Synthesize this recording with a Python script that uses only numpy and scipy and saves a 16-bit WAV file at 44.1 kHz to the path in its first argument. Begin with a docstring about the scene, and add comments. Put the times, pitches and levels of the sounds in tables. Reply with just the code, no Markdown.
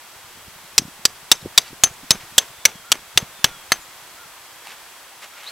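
"""A steel hammer drives a tent stake into sandy ground with twelve quick blows, so loud that their peaks are
clipped flat. Each blow is a cracking, chattering clank of decaying tones, lower as the stake sinks, with a
rebound, a thud, a gritty crunch and a head ping. Grains of noise are grass, ticking softly throughout and
swishing under steps; a rising noise band is trouser cloth. Around it lies an open field: soft hiss, insect
tones, far whistling birds and low puffs of breeze on the microphone."""
import sys
import numpy as np
from scipy import signal
from scipy.fft import rfft, irfft
from scipy.io import wavfile

SR = 44100
rng = np.random.default_rng(int(sys.argv[2]) if len(sys.argv) > 2 else 0)


def generate_wav(signal):
    """Clip the signal to [-1, 1] and save it as 16-bit WAV at the path in sys.argv[1]."""
    frames = np.transpose(np.atleast_2d(signal))
    scaled = np.clip(frames, -1, 1) * 32767
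    pcm = np.round(scaled).astype(np.int16)
    wavfile.write(sys.argv[1], SR, pcm)


N = 243022

# Hammer blows. Each row: start in seconds, force in dB, lower and upper bending tone of the stake in Hz,
# upper tone's share of their energy (0-1), head ping in dB, ground thud in dB, rebound delay in seconds,
# rebound level in dB re the blow.
BLOWS = [ (.7800, 4.5, 4827, 5530, 0.48, -21, -21, 0.0046, -10),
         (1.0531, 2.5, 4870, 7200, 0, -31, -19, .004, -18),
         (1.3156, 8.5, 3679, 5323, 0.36, -14.5, -10, 0.0084, -19),
         (1.5771, 7.5, 3670, 4760, .35, -19.5, -14, .005, -2),
         (1.8363, 5, 3280, 6873, 0.91, -4.5, -17, 0.0042, -9.5),
         (2.1068, 5, 3850, 5450, 0.37, -10.5, -13.5, .0099, -14),
         (2.3809, 7, 3366, 7614, 0.33, -14.5, -23.5, 0.0041, -5),
         (2.6531, 6, 2114, 5840, 0.6, -20.5, -25, 0.0041, -6),
         (2.9180, 0, 3170, 5600, 0, -26, -22, .006, -2.5),
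         (3.1747, 2.2, 2710, 3650, 0.53, -18.5, -19.5, 0.0026, -8),
         (3.4432, 3, 3204, 5880, 0.63, -21, -11, .004, -18),
         (3.7196, -1.5, 1890, 4380, .58, -15.5, -18.5, .0035, -15)]
# Strength of the breeze, for rumble and small eddies. Each row: time in seconds, level in dB.
BREEZE_STRENGTH = [(0, -74), (.35, -61.5), (1.2, -62), (2.2, -57.5), (2.6, -65), (3.3, -63.5), (4.2, -68.5),
                   (5.5, -87)]


def amp(db):
    """Decibels to gain."""
    return 10 ** (np.asarray(db) / 20)


def evened(x):
    """Scales to rms 1."""
    return x / np.sqrt(np.mean(x ** 2) + 1e-20)


def read(points, hz):
    """Interpolates a table on a log-frequency axis."""
    f, value = np.transpose(points)
    return np.interp(np.log(hz + 1), np.log(f + 1), value)


def add(mix, start_s, sound):
    """Mixes a sound in at start_s; an earlier start than 0 becomes 0."""
    part = mix[max(round(start_s * SR), 0):][:len(sound)]
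    part += sound[:len(part)]


def coloured(x, spectrum):
    """Filters x by the spectrum, at rms 1."""
    gain = amp(read(spectrum, np.fft.rfftfreq(len(x), 1 / SR)))
    return evened(irfft(rfft(x) * gain, len(x)))


def noise(spectrum, size):
    """Random noise with the spectrum, rms 1."""
    return coloured(rng.standard_normal(size), spectrum)


def drift(cutoff_hz, size):
    """Random wander below about cutoff_hz, rms 1."""
    lowpass = np.exp(-(np.fft.rfftfreq(size, 1 / SR) / cutoff_hz) ** 2)
    return evened(irfft(rfft(rng.standard_normal(size)) * lowpass, size))


def fade(t, t60_s):
    """Exponential decay by 60 dB in t60_s."""
    return np.exp(-np.log(1000) * t / t60_s)


def ring(t, hz):
    """A sine of rms 1 and random phase."""
    return np.sqrt(2) * np.sin(2 * np.pi * (hz * t + rng.random()))


def sweep(hz):
    """A sine of rms 1 that follows a pitch curve."""
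    return np.sqrt(2) * np.sin(2 * np.pi * np.cumsum(hz) / SR)


def rough_tone(hz, width_hz, size):
    """A resonance shaken at random: a narrow band of noise around hz."""
    phase = 2 * np.pi * np.cumsum(hz * np.ones(size)) / SR
    return drift(width_hz, size) * np.cos(phase) + drift(width_hz, size) * np.sin(phase)


def grainy(spectrum, size, grain_db, rate_hz):
    """Noise in tiny bursts of very unequal size, rms 1."""
    grain = amp(grain_db * np.clip(drift(rate_hz, size), -2, 2))
    return coloured(rng.standard_normal(size) * grain, spectrum)


def field(level_db=-42.5, swell_db=.5, insect_waver_hz=5):
    """Nearly even outdoor hiss, alike in both channels except in the treble, with thin wavering insect tones."""
    # Hiss colour. Each row: frequency in Hz, relative density in dB per Hz.
    hiss_colour = [(15, -57), (25, -19), (79, -17), (227, -19), (260, -18), (359, -10), (389, -11),
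                   (421, -12.5), (919, -4), (5280, -11.5), (13500, -14.5), (15500, -19)]
    # Each row: frequency in Hz, left-right likeness (0-1).
    likeness = [(60, 0.96), (180, 0.87), (550, 0.99), (1650, 0.89), (4970, 0.27), (15000, 0.054)]
    # Each row: insect pitch in Hz, level in dB.
    insect_tones = [(3297, -61), (7885, -64)]
    mid, side = (rfft(noise(hiss_colour, N)) for _ in range(2))
    same = np.clip(read(likeness, np.fft.rfftfreq(N, 1 / SR)), 0, 1)
    side = np.outer([1, -1], side * np.sqrt((1 - same) / 2))
    air = irfft(mid * np.sqrt((1 + same) / 2) + side, N)
    insects = sum(amp(db) * sweep(hz + insect_waver_hz * drift(36, N)) for hz, db in insect_tones)
    return amp(level_db + swell_db * drift(1.2, N)) * air + insects


def eddies(count=80, rate_per_s=11, over_db=17.5, spread_db=2.5, median_hz=145, spread_octaves=0.34):
    """Small eddies at uneven intervals, their levels following the breeze: rows (s, dB, pitch Hz)."""
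    s = (np.arange(count) + rng.random(count)) / rate_per_s
    strength, pitch = rng.standard_normal((count, 2)).T
    db = np.interp(s, *np.transpose(BREEZE_STRENGTH)) + over_db + spread_db * strength
    return list(zip(s, db, median_hz * 2 ** (spread_octaves * pitch)))


def breeze(cycles=0.59, flutter_db=-18, flutter_s=0.016, lumps_db=3):
    """Each eddy gives the diaphragm a push of a cycle or two, over a lumpy low rumble."""
    # Strongest puffs. Each row: centre in seconds, level in dB, pitch in Hz.
    strong_puffs = [(.484, -37.5, 141), (.797, -23, 218), (.821, -26, 247), (.855, -29.5, 190),
                    (.884, -32, 216), (1.43, -33.5, 149), (1.46, -17, 363), (1.732, -30.5, 300),
                    (2.035, -34.5, 212), (2.152, -28, 182), (2.757, -35.5, 170), (3.164, -32, 119),
                    (3.229, -24, 162)]
    colour = [(25, -5), (120, -3.0), (300, -6.5), (700, -15), (3000, -60)]  # (Hz, relative dB per Hz)
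    rumble_db = np.interp(np.arange(N) / SR, *np.transpose(BREEZE_STRENGTH)) + lumps_db * drift(25, N)
    out = noise(colour, N) * amp(rumble_db)
    t = np.arange(-2048, 2048) / SR
    for s, db, hz in strong_puffs + eddies():
        push = ring(t, hz) / np.sqrt(2) * np.exp(-(t * hz / cycles) ** 2)
        flutter = noise(colour, len(t)) * np.exp(-(t / flutter_s) ** 2)
        add(out, s + t[0], amp(db) * (push + amp(flutter_db) * flutter))
    return out


def steps(grain_db=5, stir_db=-57, stir_grain_db=8):
    """Grass blades tick against hands and feet; the soft ticks grow as the camper gets up and walks."""
    # Brushing strokes. Each row: peak time in seconds, width in seconds, level in dB.
    strokes = [(1.675, 0.014, -42.5), (2.215, 0.014, -42), (4.465, .01, -47.5), (4.662, .009, -42),
               (4.70, 0.029, -39.5), (5.239, 0.017, -36.5), (5.47, 0.088, -41.5)]
    # Each row: frequency in Hz, relative density in dB per Hz.
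    grass_colour = [(100, -25), (400, -7.5), (800, -0.5), (2200, 3.5), (4000, -2), (7000, -9), (16000, -20)]
    t = np.arange(N) / SR
    stroke = sum(amp(db) * np.exp(-.5 * ((t - s) / width_s) ** 2) for s, width_s, db in strokes)
    stirring = amp(stir_db) * np.interp(t, [3.7, 4.0], [.4, 1])
    brushing = stroke * grainy(grass_colour, N, grain_db, rate_hz=720)
    return brushing + stirring * grainy(grass_colour, N, stir_grain_db, rate_hz=340)


def clank(t, t60_s, centre_hz, bending, detune=0.01914, octaves=1.155, width_hz=260,
          modes_db=-3, crack_db=-5, bend_db=-1, crack_t60_s=0.027):
    """One contact of steel on stake: a crack and chattering modes that the soil damps within milliseconds."""
    # Modes that every blow wakes. Each row: nominal frequency in Hz, relative level in dB.
    stake_modes = [(1400, 2.5), (1700, 3.5), (2150, -5), (2600, -0.5), (3100, -2), (3600, -3.5), (4000, -4),
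                   (4450, -2), (4950, -5.5), (5400, -6.5), (5820, 1), (6750, -4), (7150, 0), (7700, 3.5),
                   (8400, -2)]
    # Each row: frequency in Hz, relative density in dB per Hz.
    crack_colour = [(20, -40), (200, -31), (900, -7), (2000, -6.5), (4000, 0.5), (7500, -3), (9500, -8.5),
                    (13000, -11), (16000, -32)]
    hz, db = np.transpose(stake_modes)
    hz = hz * (1 + detune * rng.standard_normal(len(hz)))  # the soil grips differently each time
    weight = amp(db) * np.exp(-(np.log2(hz / centre_hz) / octaves) ** 2)
    weight = weight / np.linalg.norm(weight)
    modes = sum(w * ring(t, f) for f, w in zip(hz, weight))
    decay, bends = fade(t, t60_s), 0
    for tone_hz, share in bending:
        tone = rough_tone(tone_hz, width_hz, len(t))  # chatter against the sand broadens each tone
        level = np.sqrt(share) * np.linalg.norm(decay) / np.linalg.norm(tone * decay)
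        bends = bends + level * tone
    crack = noise(crack_colour, len(t)) * fade(t, crack_t60_s)
    return (amp(modes_db) * modes + amp(bend_db) * bends) * decay + amp(crack_db) * crack


def hammering(thud_t60_s=0.025, crunch_t60_s=0.19, crunch_rise_s=0.00082, rebound_t60_s=0.027, sand_grain_db=4.0):
    """Each blow clanks twice as the hammer rebounds, and shoves the stake deeper into gritty sand."""
    # Colours of thud and crunch. Each row: frequency in Hz, relative density in dB per Hz.
    thud_colour = [(20, -17), (70, -8.5), (180, 0.5), (400, -4), (900, -3), (2000, -18), (6000, -50)]
    crunch_colour = [(30, -41), (150, -5), (400, 0), (1000, 0), (2300, -1), (4500, -9.5), (8000, -14.5),
                     (16000, -21)]
    shallow_hz, deep_hz, dulling_power = 5400, 1700, 3.8  # clank centre drops late, as the head nears the ground
    shallow_t60_s, deep_t60_s = 0.024, 0.017  # the soil damps the stake more and more
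    loose_crunch_db, firm_crunch_db, firm_depth = -39, -26.5, 0.36  # grows until the tip reaches firm sand
    crunch_db_per_force_db = 0.22  # harder blows crush a little more sand
    out, t = np.zeros(N), np.arange(SR // 4) / SR
    depths = np.linspace(0, 1, len(BLOWS))  # steady sinking, first blow 0, last blow 1
    for depth, blow in zip(depths, BLOWS):
        s, force_db, low_hz, high_hz, share, _, thud_db, lag_s, rebound_db = blow
        centre_hz = shallow_hz + (deep_hz - shallow_hz) * depth ** dulling_power
        t60_s = shallow_t60_s + (deep_t60_s - shallow_t60_s) * depth
        crunch_db = np.interp(depth, [0, firm_depth], [loose_crunch_db, firm_crunch_db])
        crunch_db = crunch_db + crunch_db_per_force_db * force_db
        share = np.clip(share, .001, .999)
        bending = [(low_hz, 1 - share), (high_hz, share)]
        add(out, s, amp(force_db) * clank(t, t60_s, centre_hz, bending))
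        rebound = clank(t, t60_s, centre_hz, bending) * fade(t, rebound_t60_s)
        add(out, s + lag_s, amp(force_db + rebound_db) * rebound)
        add(out, s, amp(thud_db) * noise(thud_colour, len(t)) * fade(t, thud_t60_s))
        sand = grainy(crunch_colour, len(t), sand_grain_db, rate_hz=290)
        add(out, s, amp(crunch_db) * sand * fade(t, crunch_t60_s) * (1 - np.exp(-t / crunch_rise_s)))
    return out


def outdoors(x, scatter_db=-31, t60_s=0.3, side_db=-19):
    """Grass and trees return a thin tail and two weak, smeared echoes."""
    # Colour of the scattered sound. Each row: frequency in Hz, relative level in dB.
    scatter_colour = [(50, 12), (800, -26), (2200, -12), (4500, -12.5), (8000, -12.5), (16000, -8.5)]
    # Echoes from the trees. Each row: delay in seconds, width in seconds, level in dB.
    tree_echoes = [(0.0403, 0.0016, -40), (0.102, 0.0047, -42.5)]
    t = np.arange(SR // 2) / SR
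    shapes = [(fade(t, t60_s), scatter_db)]
    shapes += [(np.exp(-((t - delay_s) / width_s) ** 2), db) for delay_s, width_s, db in tree_echoes]
    envelope = np.sqrt(sum((amp(db) * shape / np.linalg.norm(shape)) ** 2 for shape, db in shapes))
    mid = noise(scatter_colour, len(t))
    side = np.outer([1, -1], amp(side_db) * noise(scatter_colour, len(t)))
    return x + signal.fftconvolve(x[None], envelope * (mid + side), axes=1)[:, :N]


def pings():
    """The free steel head rings on after the damped stake has stopped."""
    # Modes of the head. Each row: frequency in Hz, level in dB re the ping, t60 in seconds.
    head_modes = [(6224, 0, .075), (10120, -19, .085), (14340, -27, .05)]
    out, t = np.zeros(N), np.arange(SR // 4) / SR
    for s, _, _, _, _, ping_db, *_ in BLOWS:
        ping = sum(amp(db) * ring(t, hz) * fade(t, t60_s) for hz, db, t60_s in head_modes)
        add(out, s, amp(ping_db) * ping)
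    return out


def birds(waver=0.0083):
    """Three far birds, each repeating or singing once its own curved, slightly unsteady whistle."""
    # Whistles, each: length in seconds, then start, middle and end pitch in Hz.
    low_arch, long_fall, high_dip = (0.089, 1255, 1420, 1275), (.36, 3600, 3420, 3080), (.04, 7900, 6900, 8150)
    # Calls of each bird. Each row: start in seconds, level in dB.
    low_calls, long_calls, high_calls = [(2.833, -48.5), (3.474, -48.5), (4.165, -49.5), (5.315, -50)], [(2.508, -54), (3.318, -52.5)], [(3.81, -50)]
    out = np.zeros(N)
    for whistle, calls in [(low_arch, low_calls), (long_fall, long_calls), (high_dip, high_calls)]:
        length_s, *pitch_hz = whistle
        u = np.linspace(0, 1, round(length_s * SR))
        curve_hz = np.polyval(np.polyfit([0, .5, 1], pitch_hz, 2), u)
        for s, db in calls:
            hz = curve_hz * (1 + waver * drift(150, len(u)))
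            add(out, s, amp(db) * sweep(hz) * signal.windows.tukey(len(u), .3))
    return out


def trousers(width_hz=330):
    """Ribs of cloth rub with growing speed, so the pitch rises, and catch hardest in one short zip."""
    swish_s, swish_hz, rise_hz_per_s, swish_db = 5.36, 1780, 18700, -50
    zip_s, zip_width_s, zip_db = 5.482, .009, -34.5
    t = np.arange(N) / SR
    hz = swish_hz + rise_hz_per_s * np.maximum(t - swish_s, 0)
    zip_level = amp(zip_db) * np.exp(-.5 * ((t - zip_s) / zip_width_s) ** 2)
    return (amp(swish_db) * (t > swish_s) + zip_level) * rough_tone(hz, width_hz, N)


def scene():
    """Everything stands in front of the microphone, near the middle."""
    return field() + breeze() + steps() + outdoors(hammering()) + pings() + birds() + trousers()


def record(dry, ceiling=0.95, mismatch_db=-24, edge_hz=15900):
    """Two close capsules differ a little in the treble; peaks are clipped flat; then the band limit."""
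    difference = amp(mismatch_db) * np.gradient(dry.mean(0))
    clipped = np.clip(dry + np.outer([1, -1], difference), -ceiling, ceiling)
    lowpass = signal.firwin(255, edge_hz, window=("kaiser", 8), fs=SR)
    return signal.oaconvolve(clipped, lowpass[None], "same")


dry = scene()
out = record(dry)
generate_wav(out)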